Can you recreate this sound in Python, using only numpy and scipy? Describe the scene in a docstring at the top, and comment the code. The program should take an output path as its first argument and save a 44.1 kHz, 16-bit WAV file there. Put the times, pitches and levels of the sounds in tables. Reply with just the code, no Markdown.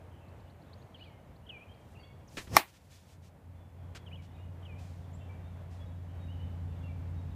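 """Softball struck off a tee

A batter plants his foot, swings and cracks a softball under an open steel shelter, then shuffles over dirt.
Damped modes and a noise snap make the blow; shaped noise makes its far echo, swish, cloth, grit and traffic.
Songbirds at the tree line are gliding sines with echoes; a far V8 drones closer as harmonics of its cycle.
An automatic gain control ducks at the crack and creeps back."""
import sys
import numpy as np
from scipy import signal
from scipy.fft import rfft, irfft, next_fast_len
from scipy.io import wavfile
from scipy.ndimage import uniform_filter1d, map_coordinates

SR = 44100
rng = np.random.default_rng(int(sys.argv[2]) if len(sys.argv) > 2 else 0)


def pcm_store(signal):
    """Save signal as 16-bit PCM."""
    levels = np.round(np.clip(np.atleast_2d(signal), -1, 1) * 32767)
    wavfile.write(sys.argv[1], SR, levels.astype(np.int16).T)


N = 324135
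TIME = np.arange(N) / SR  # [s]


def amp(db):
    """Logarithmic level: decibels become a linear amplitude ratio."""
    return 10 ** (np.asarray(db) / 20)


def unit(x):
    """Normalization: scale a signal to an rms of 1."""
    return x / np.sqrt(np.mean(x ** 2) + 1e-20)


def along(points, hz):
    """Interpolation on a logarithmic frequency axis through (frequency [Hz], value) points."""
    f, v = np.transpose(points)
    return np.interp(np.log(hz + 1), np.log(f + 1), v)


def curves(rows):
    """Linear interpolation in time: one value per sample for each column after the time."""
    s, *columns = np.transpose(rows)
    return [np.interp(TIME, s, column) for column in columns]


def wobble(rate):
    """Band-limited random modulation: a spline through random knots, rate of them a second."""
    knots = rng.standard_normal(int(N * rate / SR) + 4)
    return map_coordinates(knots, [TIME * rate])


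def filtered(x, response):
    """Linear filtering: multiply the spectrum by a response of frequency."""
    size = next_fast_len(len(x) + 8192)
    hz = np.fft.rfftfreq(size, 1 / SR)
    return irfft(rfft(x, size) * response(hz), size)[:len(x)]


def noise(spectrum, size=N):
    """Coloured noise: white noise shaped by a spectral density, at an rms of 1."""
    white = rng.standard_normal(size)
    return unit(filtered(white, lambda hz: amp(along(spectrum, hz))))


def add(track, s, sound):
    """Superposition: mix a sound into the track at time s."""
    part = track[max(0, round(s * SR)):][:len(sound)]
    part += sound[:len(part)]


def swell(s, hold, db, rise_db_per_s, fall_db_per_s):
    """Exponential growth and decay: the gain climbs to db at time s, holds and falls away."""
    below_before = rise_db_per_s * np.maximum(s - TIME, 0)
    below_after = fall_db_per_s * np.maximum(TIME - s - hold, 0)
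    return amp(db - below_before - below_after)


def dying_noise(decay):
    """Frequency-dependent reverberation: a second of noise whose bands each die at their own rate."""
    hz, t, bins = signal.stft(rng.standard_normal(SR), SR, nperseg=256)
    t60 = along(decay, hz)[:, None]
    tail = signal.istft(bins * amp(-60 * t / t60), SR, nperseg=256)[1]
    return tail / np.linalg.norm(tail)


def echoes(x, decay, delay):
    """Diffuse reflection: the sound convolved with a decaying noise tail that starts after a delay."""
    wet = np.zeros(N)
    add(wet, delay, signal.fftconvolve(x, dying_noise(decay)))
    return wet


# Firing rate of the far engine, before its jitter: (time [s], rate [Hz])
FIRING_RATE = [(0, 88.73), (3.4, 88.07), (5.0, 89.1), (7.35, 87.52)]
# Drone of the far engine: (time [s], level [dB])
DRONE_LEVEL = [(0, -55.5), (1.6, -64), (2.8, -57.5), (3.5, -52), (4.2, -48.5), (6.0, -45), (6.35, -41.5),
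               (7.35, -40.5)]
# Exhaust lines within the drone: (multiple of the eight-cylinder cycle rate [-], relative level [dB])
EXHAUST_LINES = [(5, -15.5), (6, -23), (7, -12.5), (8, 0.5), (9, -16.5), (11, -19), (12, -16), (13, -13),
                 (15, -16), (16, -19), (17, -22), (23, -22.5), (24, -22)]
# Spectral density of the engine's hiss: (frequency [Hz], relative density [dB per Hz])
ENGINE_HISS_SPECTRUM = [(500, -19.5), (1500, 0), (3500, -3), (7500, -13), (10000, -19.5)]
ENGINE_HISS_DB = -33.5  # over the drone
# Beating of the drone: centre, spread, rate and greatest depth (0-1)
THROB_S, THROB_SPREAD_S, THROB_HZ, THROB_DEPTH = 3.53, 0.83, 3.2, .6


def engine():
    """Periodic excitation: uneven cylinders put weaker lines around the firing tone, which beats for a while."""
    (firing_hz,), (drone_db,) = curves(FIRING_RATE), curves(DRONE_LEVEL)
    jittered_hz = firing_hz * (1 + .003 * wobble(4))
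    cycle = np.cumsum(jittered_hz) / SR / 8  # eight firings a cycle
    lines = np.zeros(N)
    for multiple, db in EXHAUST_LINES:
        level = amp(db + 0.33 * wobble(6.0))
        lines += level * np.sin(2 * np.pi * (multiple * cycle + rng.random()))
    since = TIME - THROB_S
    depth = THROB_DEPTH * np.exp(-(since / THROB_SPREAD_S) ** 2)
    throb = 1 + depth * np.cos(2 * np.pi * THROB_HZ * since)
    hiss = amp(ENGINE_HISS_DB) * noise(ENGINE_HISS_SPECTRUM)
    return amp(drone_db) * (np.sqrt(2) * throb * lines + hiss)


# Spectral density of the low rumble: (frequency [Hz], relative density [dB per Hz])
RUMBLE_SPECTRUM = [(25, -25.5), (40, -16.5), (55, -0.5), (95, 1.5), (130, -1.5), (190, -6), (300, -14.5),
                   (500, -34.5), (1200, -70)]
# Spectral density of tyre noise: (frequency [Hz], relative density [dB per Hz])
TYRE_SPECTRUM = [(100, -32.5), (280, -2.5), (420, -1), (560, 1), (700, -1), (900, -3.5), (1300, -11),
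                 (2000, -14), (3200, -21.5), (5000, -32.5), (7300, -32), (9500, -38.5)]
RUMBLE_DB, ENGINE_RUMBLE_DB = -55.5, -10.5  # steady, from far roads; the engine's, over its drone
TYRE_DB, TYRE_SWING_DB = -60, 1.5  # middle level and its slow swing either way
TYRE_LULL_S, TYRE_PERIOD_S = 2.5, 8.1  # time of the lull; from one wave of traffic to the next


def traffic():
    """Incoherent addition: steady and engine rumble sum in power, under slow waves of far tyre noise."""
    drone_db, = curves(DRONE_LEVEL)
    rumble_level = np.hypot(amp(RUMBLE_DB), amp(drone_db + ENGINE_RUMBLE_DB))
    rumble = rumble_level * amp(1.2 * wobble(13)) * noise(RUMBLE_SPECTRUM)
    wave_db = -TYRE_SWING_DB * np.cos(2 * np.pi * (TIME - TYRE_LULL_S) / TYRE_PERIOD_S)
    tyres = amp(TYRE_DB + wave_db + 0.9 * wobble(10)) * noise(TYRE_SPECTRUM)
    return rumble + tyres


def whistle(length, pitches_hz):
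    """Frequency modulation: a soft-edged sine glides through three pitches; faster sweeps quaver more."""
    u = np.linspace(0, 1, round(length * SR))
    pitch = np.polyval(np.polyfit([0, .5, 1], pitches_hz, 2), u)
    quaver_hz = .0035 * abs(pitches_hz[2] - pitches_hz[0]) / length
    pitch = pitch + quaver_hz * np.sin(2 * np.pi * (260 * length * u + rng.random()))
    edges = signal.windows.tukey(len(u), .6)
    return np.sqrt(2) * edges * np.sin(2 * np.pi * np.cumsum(pitch) / SR)


def phrase(notes):
    """Sequence of tones: a run of whistled notes, some overlapping."""
    sound = np.zeros(SR // 4)
    for s, length, *pitches_hz, db in notes:
        add(sound, s, amp(db) * whistle(length, pitches_hz))
    return sound


def glide(length, hz, octaves):
    """Portamento: a whistle slides by a number of octaves about its pitch."""
    return whistle(length, hz * 2 ** (octaves * np.array([-.5, 0, .5])))


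# Three figures of birdsong, the chip being a soft dip and a quick upstroke: (time into the figure [s],
# length [s], start pitch [Hz], middle pitch [Hz], end pitch [Hz], relative level [dB])
WARBLE_NOTES = [(0, .032, 3400, 3030, 2630, -1), (.047, 0.031, 2150, 2510, 2760, -6),
                (.066, 0.029, 2850, 2973, 2760, 2.5), (.094, .016, 2500, 3250, 2900, -4.5),
                (.105, 0.0545, 2820, 2340, 2300, -9.5)]
SLUR_NOTES = [(0, 0.0266, 3330, 3010, 2820, -7), (.024, 0.029, 3550, 3020, 2770, 1),
              (.039, .095, 2800, 2430, 2320, -2), (.128, .055, 2370, 2433, 2726, -6)]
CHIP_NOTES = [(0, .023, 3920, 3467, 3350, -9), (.022, 0.018, 3800, 4247, 5000, 2.5)]
# The near singer's turns: (warble time [s], warble level [dB], slur time [s], slur level [dB])
SONG_TURNS = [(0.94, -55.5, 1.463, -51.5), (4.059, -55.5, 4.623, -58.5)]
# A small bird's chips: (time [s], level [dB])
CHIP_CALLS = [(.257, -77), (.373, -76.5), (.474, -72), (.592, -73), (0.706, -66), (.793, -70.5),
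              (1.333, -74), (1.715, -75)]
# Plain whistles farther off: (time [s], length [s], pitch [Hz], glide [octaves], level [dB])
FAR_WHISTLES = [(.772, .036, 6550, .15, -78), (1.081, 0.13, 2130, -0.07, -74.5),
                (1.671, 0.073, 3150, .09, -68), (1.949, 0.026, 2620, -.27, -64),
                (1.966, .045, 2790, .03, -63), (1.97, .18, 2200, .04, -73), (1.977, .094, 4540, -.06, -72),
                (2.027, .031, 3350, .16, -63), (2.274, .026, 5650, -.7, -68),
                (4.372, 0.091, 2850, 0.1, -74), (5.125, 0.044, 7350, .25, -71.5),
                (5.202, 0.036, 2720, -.02, -66), (5.287, 0.036, 2330, 0, -63),
                (5.427, 0.068, 3630, 0.07, -75.5), (5.792, 0.062, 3370, 0, -66.5),
                (5.85, .042, 3750, 0, -74), (6.182, 0.093, 3770, 0, -73.5), (6.274, 0.067, 2930, .25, -63),
                (6.386, 0.063, 2980, .1, -63), (6.825, 0.066, 2750, -.05, -64),
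                (6.87, 0.063, 2330, -.08, -66)]
# Spectral density of the buzzy trill: (frequency [Hz], relative density [dB per Hz])
TRILL_SPECTRUM = [(2500, -40.5), (3500, -7), (4400, -1), (4900, -11), (6000, -40)]
# Decay of the trees' echo: (frequency [Hz], t60 [s])
TREE_DECAY = [(1500, 0.86), (3000, 0.68), (8000, 0.51)]
NEAR_ECHO_DB, FAR_ECHO_DB = -11.5, -4  # what the trees send back
TRILL_S, TRILL_HOLD_S, TRILL_DB = .99, 0.072, -72  # level before the buzz
TRILL_FADE_DB_PER_S, TRILL_HZ = 250, 108  # fade in and out; buzz rate
# Faintest birds: least level sent to the echo, length, lowest centre pitch, range of pitch
TWITTER_DB, TWITTER_LENGTH_S, TWITTER_LOW_HZ, TWITTER_OCTAVES = -74, .04, 2500, .6


def birds():
    """Direct-to-reverberant ratio: farther birds get more tree echo, and faint twitter is echo alone."""
    near, far, twitter = np.zeros((3, N))
    for warble_s, warble_db, slur_s, slur_db in SONG_TURNS:
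        add(near, warble_s, amp(warble_db) * phrase(WARBLE_NOTES))
        add(near, slur_s, amp(slur_db) * phrase(SLUR_NOTES))
    for s, db in CHIP_CALLS:
        add(near, s, amp(db) * phrase(CHIP_NOTES))
    for s, length, hz, octaves, db in FAR_WHISTLES:
        add(far, s, amp(db) * glide(length, hz, octaves))
    for when, pitch, bend, loud in rng.random((30, 4)):
        hz = TWITTER_LOW_HZ * 2 ** (TWITTER_OCTAVES * pitch)
        note = glide(TWITTER_LENGTH_S, hz, .7 * (bend - .5))
        add(twitter, when * N / SR, amp(TWITTER_DB + 6 * loud) * note)
    envelope = swell(TRILL_S, TRILL_HOLD_S, TRILL_DB, TRILL_FADE_DB_PER_S, TRILL_FADE_DB_PER_S)
    buzz = amp(2.4 * np.sin(2 * np.pi * TRILL_HZ * TIME))
    trill = envelope * buzz * noise(TRILL_SPECTRUM)
    flutter = amp(2.2 * wobble(110))
    scattered = amp(NEAR_ECHO_DB) * near + amp(FAR_ECHO_DB) * far + twitter
    return (near + far) * flutter + trill + echoes(scattered, TREE_DECAY, delay=0.014)


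# Soft broad swells, cloth in the wind-up and follow-through; the one at 2.657 s is the blow's far echo:
# (time [s], hold [s], level before flutter [dB])
SOFT_SWELLS = [(1.885, 0.038, -75), (2.657, 0.019, -56.5), (2.851, 0.21, -68)]
# Spectral density shared by the swells: (frequency [Hz], relative density [dB per Hz])
SWELL_SPECTRUM = [(300, -13), (1000, -2), (3000, 1), (7000, -2), (10000, -6), (15000, -11)]
SWELL_RISE_DB_PER_S, SWELL_FALL_DB_PER_S = 64.5, 111


def clothes_and_far_echo():
    """Broadband noise: fluttering swells for cloth in wind-up and follow-through, and the blow's far echo."""
    level = np.zeros(N)
    for s, hold, db in SOFT_SWELLS:
        level += swell(s, hold, db, SWELL_RISE_DB_PER_S, SWELL_FALL_DB_PER_S)
    return level * amp(1.5 * wobble(60)) * noise(SWELL_SPECTRUM)


# Shoes on dirt: (time [s], level [dB], length [s], t60 [s])
SHOE_SCUFFS = [(2.275, -57, .15, 0.26), (2.369, -39.5, .02, .105), (2.472, -48.5, 0.0086, 0.023),
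               (2.735, -57.5, 0.036, 0.077), (2.887, -55.5, 0.072, 0.34), (3.049, -61.5, 0.085, .15),
               (3.21, -63.5, .072, 0.067), (3.947, -50, .026, 0.041), (4.216, -67.5, 0.037, 0.13),
               (4.774, -65.5, .06, 1.1), (5.697, -69, 0.052, 0.65)]
# Spectral density of grit before the tilt: (frequency [Hz], relative density [dB per Hz])
GRIT_SPECTRUM = [(100, -4.5), (400, -4.5), (800, -9), (1400, -0.5), (2500, 0), (4000, -2.5), (7000, -7),
                 (10000, -15.5), (15000, -23.5)]
# Decay under the steel shelter: (frequency [Hz], t60 [s])
SHELTER_DECAY = [(100, 0.13), (350, 0.15), (900, 0.16), (2500, 0.17), (6000, 0.1), (14000, .17)]
# A slide twice as long is this much brighter per octave; the length with untilted colour
SLIDE_TILT_DB, PLAIN_SCUFF_S = 3, 0.035
FULL_SLIDE_S = 0.16  # from this length on, weight builds to the end; shorter scuffs take it sooner


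def shoes():
    """Granular friction: each scuff grinds a dense spray of grit; short stamps are dull, long slides bright."""
    track, t = np.zeros(N), np.arange(SR) / SR
    for s, db, length, t60 in SHOE_SCUFFS:
        tilt_db = SLIDE_TILT_DB * np.log2(length / PLAIN_SCUFF_S)
        # random grain sizes give the noise sharp peaks
        grains = rng.standard_normal(len(t)) * amp(1.7 * rng.standard_normal(len(t)))
        colour = lambda hz: amp(along(GRIT_SPECTRUM, hz) + tilt_db * np.log2(hz / 2000 + .05))
        grit = unit(filtered(grains, colour))
        rise = length * min(length / FULL_SLIDE_S, 1)
        pressure = np.minimum(t / rise, 1) * 1000 ** (-np.maximum(t - length, 0) / t60)
        add(track, s, amp(db) * pressure * grit)
    return track + amp(-14.0) * echoes(track, SHELTER_DECAY, delay=0.0029)


# Spectral density of the low eddies: (frequency [Hz], relative density [dB per Hz])
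BUFFET_SPECTRUM = [(25, -46.5), (50, -24.5), (80, -4), (110, -3.5), (170, -11.5), (350, -17.5), (700, -32),
                   (2000, -68.5)]
# Spectral density of the swish: (frequency [Hz], relative density [dB per Hz])
SWISH_SPECTRUM = [(150, -16), (350, 0), (480, -4.5), (850, 1), (1600, -7.5), (2700, -9), (4000, -14.5),
                  (5400, -5), (7000, -14), (15000, -22)]
HIT_S = 2.5667  # moment of contact
SWISH_DB, SWISH_RISE_DB_PER_S = -32, 460  # peaks at contact
BUFFET_DB, BUFFET_RISE_DB_PER_S, BUFFET_LEAD_S = -35, 379, 0.031  # peaks this early, holds to contact
SWING_FALL_DB_PER_S = 560


def swing():
    """Aeroacoustic noise: the bat sheds low eddies and a swish that swells up to contact."""
    buffet = swell(HIT_S - BUFFET_LEAD_S, BUFFET_LEAD_S, BUFFET_DB, BUFFET_RISE_DB_PER_S, SWING_FALL_DB_PER_S)
    swish = swell(HIT_S, 0, SWISH_DB, SWISH_RISE_DB_PER_S, SWING_FALL_DB_PER_S)
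    return buffet * noise(BUFFET_SPECTRUM) + swish * noise(SWISH_SPECTRUM)


# Modes of bat barrel and ball: (frequency [Hz], relative level [dB], t60 [s])
BAT_MODES = [(302, -22.5, 0.034), (692, -10, .032), (848, -12, 0.042), (1134, -4, .022), (1340, -26, 0.031),
             (1810, -16.5, 0.041), (2100, -10, 0.016), (2370, -12.5, .026), (2866, -28, .035),
             (3550, -26.5, 0.049), (4400, -21.5, .025), (5330, -12, 0.017)]
# Spectral density of the snap: (frequency [Hz], relative density [dB per Hz])
CRACK_SPECTRUM = [(200, -15.5), (480, -11.5), (750, 3.5), (1500, -5.5), (2200, -2.5), (3200, -11),
                  (4200, -4), (5400, 3), (7500, -9), (10000, -4), (13000, -5.5), (16000, -8)]
# Colour of what ground and shelter send back: (frequency [Hz], relative density [dB per Hz])
SCATTER_SPECTRUM = [(120, -13), (260, -6), (340, 1), (470, -11), (830, 1.5), (1500, -6), (2400, -4.5),
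                    (3200, -10), (4000, -7.5), (7000, -13.5), (11000, -17), (15000, -17.5)]
CONTACT_RISE_S, BLOW_DB = .00018, 8.5  # time constant of the modes' build-up; gain of the whole blow
# Snap and its short tail, relative to the whole blow
SNAP_DB, SNAP_T60_S, SNAP_TAIL_DB, SNAP_TAIL_T60_S = -11.5, 0.0063, -17.5, 0.023
ANSWER_DELAY_S, ANSWER_DB = 0.0021, 14.5  # ground and shelter answer, relative to the whole blow


def hit():
    """Modal impact: the ball flattens on the barrel with a snap, damped modes and the shelter's broad answer."""
    t = np.arange(SR // 4) / SR
    fade = lambda t60: 1000 ** (-t / t60)
    ring = np.zeros(len(t))
    for k, (hz, db, t60) in enumerate(BAT_MODES):
        # neighbouring modes push the air in opposite directions
        ring += (-1) ** k * amp(db) * fade(t60) * np.sin(2 * np.pi * hz * t)
    ring = ring * (1 - np.exp(-t / CONTACT_RISE_S))
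    snap = amp(SNAP_DB) * fade(SNAP_T60_S) + amp(SNAP_TAIL_DB) * fade(SNAP_TAIL_T60_S)
    crack = snap * noise(CRACK_SPECTRUM, size=len(t))
    answer = filtered(dying_noise(SHELTER_DECAY), lambda hz: amp(along(SCATTER_SPECTRUM, hz)))
    track = np.zeros(N)
    add(track, HIT_S, ring + crack)
    add(track, HIT_S + ANSWER_DELAY_S, amp(ANSWER_DB) * answer)
    return amp(BLOW_DB) * track


def scene():
    """Linear superposition: the pressures of all sources add at one microphone."""
    return (engine() + traffic() + birds() + clothes_and_far_echo() + shoes() + swing() + hit())[None]


def gain_control(x, ceiling_db, recovery_db):
    """Dynamic limiting: level over the ceiling pulls the gain down; it returns at recovery_db a second."""
    power = uniform_filter1d(x ** 2, size=220)  # mean over 5 ms
    level_db = 10 * np.log10(np.abs(power) + 1e-12)
    excess = np.maximum(level_db - ceiling_db, 0)
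    # the largest cut so far, less what has since recovered
    cut = np.maximum.accumulate(excess + recovery_db * TIME) - recovery_db * TIME
    return x * amp(-cut)


# Spectral density of the electronic hiss: (frequency [Hz], relative density [dB per Hz])
HISS_SPECTRUM = [(1000, -3), (4000, 0), (7500, -1), (10000, 0.5), (15000, -1)]


def record(dry):
    """Transducer limits: automatic gain, added hiss, clipping and a band limit that closes at 15.5 kHz."""
    held = gain_control(dry[0], ceiling_db=-9.5, recovery_db=6.5) + amp(-79.0) * noise(HISS_SPECTRUM)
    held = np.clip(held, -.9, .9)
    return filtered(held, lambda hz: np.clip((15500 - hz) / 500, 0, 1))[None]


dry = scene()
out = record(dry)
pcm_store(out)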